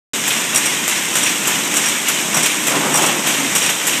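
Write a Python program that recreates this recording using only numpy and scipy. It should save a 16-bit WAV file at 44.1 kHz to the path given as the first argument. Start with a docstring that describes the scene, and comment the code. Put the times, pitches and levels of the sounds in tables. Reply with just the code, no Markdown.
"""A print shop, one microphone beside the roller table of a paper folding machine.
It takes a sheet every 0.6 s: a dry snap, then a clatter of ringing steel, each with a swish of paper.
Sheet edges flick against the rollers, which rush, tick and rattle throughout over the drive's hum.
Past the middle a low fluttering rumble swells, with dull knocks and soft bumps."""
import sys
import numpy as np
from scipy import signal
from scipy.fft import rfft, irfft
from scipy.io import wavfile

SR = 44100
rng = np.random.default_rng(int(sys.argv[2]) if len(sys.argv) > 2 else 0)


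def log_audio(samples):
    """Write samples as a 16-bit WAV file to the path given in sys.argv[1]."""
    # one column per channel
    frames = np.atleast_2d(samples).T
    # limit to full scale, then quantise
    limited = np.clip(frames, -1, 1)
    pcm = np.round(limited * 32767).astype(np.int16)
    wavfile.write(sys.argv[1], SR, pcm)


N = 176400
T = np.arange(N) / SR
ATTACK_S = 0.00089


def from_db(db):
    """Decibels to gain."""
    return 10 ** (np.asarray(db) / 20)


def rms_one(x):
    """Scale to unit rms."""
    return x / np.sqrt(np.mean(x ** 2) + 1e-20)


def noise(colour):
    """Unit-rms noise with the given spectrum."""
    hz, db = np.transpose(colour)
    bins_hz = np.maximum(np.arange(N // 2 + 1) * SR / N, 1)
    gain = from_db(np.interp(np.log(bins_hz), np.log(hz), db))
    return rms_one(irfft(rfft(rng.standard_normal(N)) * gain, N))


def drift(rate_hz):
    """Unit-rms random wander, mostly slower than rate_hz."""
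    bins_hz = np.arange(N // 2 + 1) * SR / N
    return rms_one(irfft(rfft(rng.standard_normal(N)) / (1 + (bins_hz / rate_hz) ** 2), N))


def impulses(times, db):
    """One impulse for each contact."""
    hits = np.zeros(N)
    np.add.at(hits, np.clip((times * SR).astype(int), 0, N - 1), from_db(db))
    return hits


def dying(hits, decay_s):
    """Envelope that jumps at each hit and falls to 1/e in decay_s."""
    power = signal.lfilter([1], [1, -np.exp(-2 / (decay_s * SR))], hits ** 2 + 1e-18)
    pole = np.exp(-1 / (ATTACK_S * SR))
    return np.sqrt(signal.lfilter([1 - pole], [1, -pole], power))


def burst(hits, colour, decay_s, tail_s, tail_db, grain_db):
    """A grainy crack followed by its smooth tail in the room."""
    crack = rms_one(noise(colour) * from_db(grain_db * drift(500))) * dying(hits, decay_s)
    return crack + from_db(tail_db) * noise(colour) * dying(hits, tail_s)


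# Rollers and belts, from beside the table: (frequency [Hz], level [dB])
ROLLER_SPECTRUM = [(90,-13),(130,-2.5),(235,2),(350,-1.5),(440,-5),(750,-6.5),(1040,-3.5),(1250,-5),(1900,-1),(2900,-1),(3700,-4),(4400,-13.5),(5300,-7.5),(6400,-3),(7600,-2.5),(8600,-3),(9100,-12.5),(10400,-15.5),(12200,-8.5),(13200,-22.5),(15200,-21)]

def rollers(ticks_per_s=70, waver_db=0.6):
    """Running rollers and belts make a steady rush with many small dry ticks."""
    tick_hits = 1.0 * (rng.random(N) < ticks_per_s / SR)
    rush = from_db(-20.5 + waver_db * drift(13)) * noise(ROLLER_SPECTRUM)
    ticks = dying(tick_hits, decay_s=0.0032) * noise(ROLLER_SPECTRUM)
    return rush + from_db(-29) * rms_one(ticks)


# Tones of the drive: (frequency [Hz], level [dB])
DRIVE_TONES = [(302,-38.5),(981,-44)]

def drive_hum(pitch_waver=0.0064, waver_db=3):
    """The drive hums under the rollers, each tone wavering in level and pitch."""
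    hum = 0
    for hz, db in DRIVE_TONES:
        level = from_db(waver_db * drift(2.7))
        phase = 2 * np.pi * hz * np.cumsum(1 + pitch_waver * drift(12.1)) / SR
        hum += from_db(db) * rms_one(level * np.sin(phase))
    return hum


def roller_pings(times, levels_db, centre_hz=2666, spread_octaves=0.28, t60_s=0.093):
    """Each touch rings a different roller, briefly and at its own pitch."""
    pings = np.zeros(N + SR)
    age = T[:int(t60_s * SR)]
    decay = np.exp(-np.log(1000) * age / t60_s)
    pitches = centre_hz * 2 ** (spread_octaves * np.clip(rng.standard_normal(len(times)), -2, 2))
    for start, db, hz in zip((times * SR).astype(int), levels_db, pitches):
        pings[start:start + len(age)] += from_db(db) * decay * np.sin(2 * np.pi * hz * age)
    return pings[:N]


def roller_rattle():
    """Loose rollers rattle at random, more often under a passing sheet."""
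    pings_per_s = 45 * (1 + rms_one(sliding()))
    times = T[rng.random(N) < pings_per_s / SR]
    levels_db = 2 * rng.standard_normal(len(times))
    return from_db(-31) * rms_one(roller_pings(times, levels_db))


# Snaps, half a cycle from the steel clatter: (time [s], level [dB])
SNAP_HITS = [(.277,-2.5),(.8777,-2.5),(1.4717,-2),(2.0817,-1.5),(2.6676,-1.5),(3.2696,-1),(3.8687,-1)]
# A snap at the microphone: (frequency [Hz], level [dB])
SNAP_SPECTRUM = [(400,-2.5),(2600,0.5),(4400,-13),(7800,7),(9600,-8),(11200,0.5),(13000,-3.5),(15200,-12)]

def snaps():
    """One bright, unpitched snap for each sheet."""
    hits = impulses(*np.transpose(SNAP_HITS))
    snap = burst(hits, SNAP_SPECTRUM, decay_s=0.02, tail_s=0.074, tail_db=-9.5, grain_db=3.5)
    return from_db(-11) * snap


# The two slides of each cycle: (first peak [s], rise [s], fall [s], level [dB])
PAPER_SLIDES = [(0.299,0.036,0.1,-21.5),(0.676,0.083,0.061,-20.5)]

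def sliding(cycle_s=0.598):
    """How strongly paper is sliding: two bell-shaped swells a cycle."""
    power = 0
    for first_peak, rise, fall, db in PAPER_SLIDES:
        from_peak = (T - first_peak + cycle_s / 2) % cycle_s - cycle_s / 2
        width = np.where(from_peak < 0, rise, fall)
        swell = from_db(db) * np.exp(-0.5 * (from_peak / width) ** 2)
        power += swell ** 2
    return np.sqrt(power)


# Sliding paper: (frequency [Hz], level [dB])
PAPER_SPECTRUM = [(300,-14.5),(1500,-4.5),(2200,1.5),(3300,1),(4400,-9),(6500,-2.5),(8400,-4.5),(15000,-30)]

def paper_swish(grain_db=1.8):
    """Sheets slide past the microphone in uneven swishes."""
    return sliding() * rms_one(noise(PAPER_SPECTRUM) * from_db(grain_db * drift(41)))


# Sheet edges meeting the rollers: (time [s], level [dB])
FLICK_HITS = [(0.304,3),(1.262,4),(2.068,-2),(2.455,-1),(3.087,1),(3.344,-3),(3.618,-2),(3.691,-1),(3.938,-1.5)]
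# The slap of an edge: (frequency [Hz], level [dB])
FLICK_SPECTRUM = [(1200,-12),(2500,-0.5),(3300,-1.5),(5000,-19)]

def edge_flicks(rollers_hit=4, slap_s=0.018):
    """A sheet's edge slaps down and rings a few rollers in quick succession."""
    hits = impulses(*np.transpose(FLICK_HITS))
    slap = from_db(-17.5) * noise(FLICK_SPECTRUM) * dying(hits, slap_s)
    times, db = np.repeat(FLICK_HITS, rollers_hit, axis=0).T
    touches = times + slap_s * rng.random(len(times))
    return slap + roller_pings(touches, db - 25.5)


# Steel contacts of the feed: (time [s], crack level [dB], ring level [dB])
FEED_CONTACTS = [(0.371,-25,-5),(0.546,-2.5,0),(0.558,-1,6.5),(0.574,0,-4),(.658,-4,2),(.968,-22,-5.5),
                 (1.138,-16,-5),(1.154,0,-8),(1.165,-4,-14),(1.181,-3,-13),(1.231,-14,2.5),(1.257,-16,-2),(1.270,-10,-8),(1.294,-6,-15),
                 (1.739,-3.5,-12),(1.759,-6,-8),(1.767,0,-1.5),(1.858,-9,2),(1.865,-12,-7),(1.884,-8,-5),
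                 (2.344,-3.5,3),(2.368,0.5,-11),(2.431,-3,4),(2.459,-1.5,-17),
                 (2.941,-4,0),(2.956,-3,2.5),(2.972,-0.5,-8),(3.021,-4,-5),(3.061,-2,-2),
                 (3.551,-1.5,-1),(3.559,0.5,-9),(3.58,-4,-11),(3.626,-12,-3),(3.660,-13,1),(3.696,-4,-8)]
# The crack of a contact: (frequency [Hz], level [dB])
CLACK_SPECTRUM = [(250,-3.5),(3400,0),(4400,-12),(5600,-1.5),(8400,5),(9200,-6.5),(12300,-5),(13200,-9),(15200,-16)]

def steel_clacks():
    """Steel parts strike with a dry crack, in a cluster for each sheet."""
    times, db, _ = np.transpose(FEED_CONTACTS)
    hits = impulses(times, db)
    clack = burst(hits, CLACK_SPECTRUM, decay_s=0.013, tail_s=0.069, tail_db=-11, grain_db=0.5)
    return from_db(-11) * clack


# Modes of the struck steel: (frequency [Hz], level [dB], time to fall 60 dB [s])
STEEL_MODES = [(5696,-1,.11),(7285,-8,.08),(8140,-4,.06),(8295,-3,.06),(8570,-4,.05),(9523,-6,.08),(9921,-12,.08)]

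def steel_ring(idle_db=-18, blur_rad=1.0):
    """The loose steel rings unsteadily, with a new mix of modes after each blow, and faintly between."""
    times, _, ring_db = np.transpose(FEED_CONTACTS)
    ringing = 0
    for hz, mode_db, t60_s in STEEL_MODES:
        blows = impulses(times, ring_db + 2 * rng.standard_normal(len(times)))
        envelope = np.hypot(dying(blows, t60_s / np.log(1000)), from_db(idle_db))
        tone = np.sin(2 * np.pi * hz * T + blur_rad * drift(45))
        flicker = from_db(3 * drift(80))
        ringing += from_db(mode_db - 17.5) * envelope * tone * flicker
    return ringing


# Course of the rumble: (time [s], level [dB])
RUMBLE_SWELL = [(0,-49),(1.6,-29.5),(2.05,-38),(2.32,-29),(2.355,-22),(2.40,-24.5),(2.45,-38),(2.62,-34),(2.73,-18.5),(2.89,-21),(3.08,-20),(3.16,-24),(3.65,-32.5)]
# The rumble at the microphone: (frequency [Hz], level [dB])
RUMBLE_SPECTRUM = [(70,-29),(150,1),(320,2.5),(430,-2.5),(1000,-2),(3000,-17.5),(8000,-43)]

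def rumble(flutter_hz=27, flutter_db=1.5):
    """A low fluttering rumble comes up from under the rollers, then eases."""
    level = from_db(np.interp(T, *np.transpose(RUMBLE_SWELL)))
    return level * rms_one(noise(RUMBLE_SPECTRUM) * from_db(flutter_db * drift(flutter_hz)))


# Knocks within the rumble: (time [s], level [dB])
KNOCK_HITS = [(2.347,-7),(2.944,-0.5),(2.984,0.5),(3.037,0.5)]
# A dull knock: (frequency [Hz], level [dB])
KNOCK_SPECTRUM = [(200,-27),(720,0),(1150,2),(2600,-22)]

def knocks():
    """A few short, dull knocks as the rumble swells."""
    hits = impulses(*np.transpose(KNOCK_HITS))
    return from_db(-14) * noise(KNOCK_SPECTRUM) * dying(hits, decay_s=0.016)


# Soft low bumps: (time [s], level [dB])
BUMP_HITS = [(2.375,3.5),(2.765,3.5),(3.078,6),(3.384,4.5),(3.431,4.5)]

def bumps(hz=280.5, t60_s=0.13):
    """Soft bumps set one low mode ringing."""
    hits = impulses(*np.transpose(BUMP_HITS))
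    radius, angle = from_db(-60 / (t60_s * SR)), 2 * np.pi * hz / SR
    mode = signal.lfilter([0, np.sin(angle)], [1, -2 * radius * np.cos(angle), radius ** 2], hits + 1e-18)
    return from_db(-22) * mode


def scene():
    """The whole machine in mono, heard from beside the roller table."""
    feed = steel_clacks() + steel_ring() + snaps() + paper_swish() + edge_flicks()
    running = rollers() + roller_rattle() + drive_hum()
    lows = rumble() + knocks() + bumps()
    return (feed + running + lows)[None]


def record(dry, start_s=0.134, low_cut_hz=126, high_cut_hz=15350, ceiling=1.3):
    """The sound sets in abruptly; the microphone drops the bass, rounds the peaks and cuts the top."""
    low_cut = signal.butter(4, low_cut_hz, "high", fs=SR, output="sos")
    high_cut = signal.ellip(12, 0.1, 80, high_cut_hz, fs=SR, output="sos")
    age = np.maximum(T - start_s, 0)
    onset = 1 - np.exp(-age / ATTACK_S)
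    settling = from_db(-0.7 * np.exp(-age / 0.66))   # the level begins a little low and comes up
    thinned = signal.sosfilt(low_cut, dry) * onset * settling
    return signal.sosfilt(high_cut, ceiling * np.tanh(thinned / ceiling))


dry = scene()
out = record(dry)
log_audio(out)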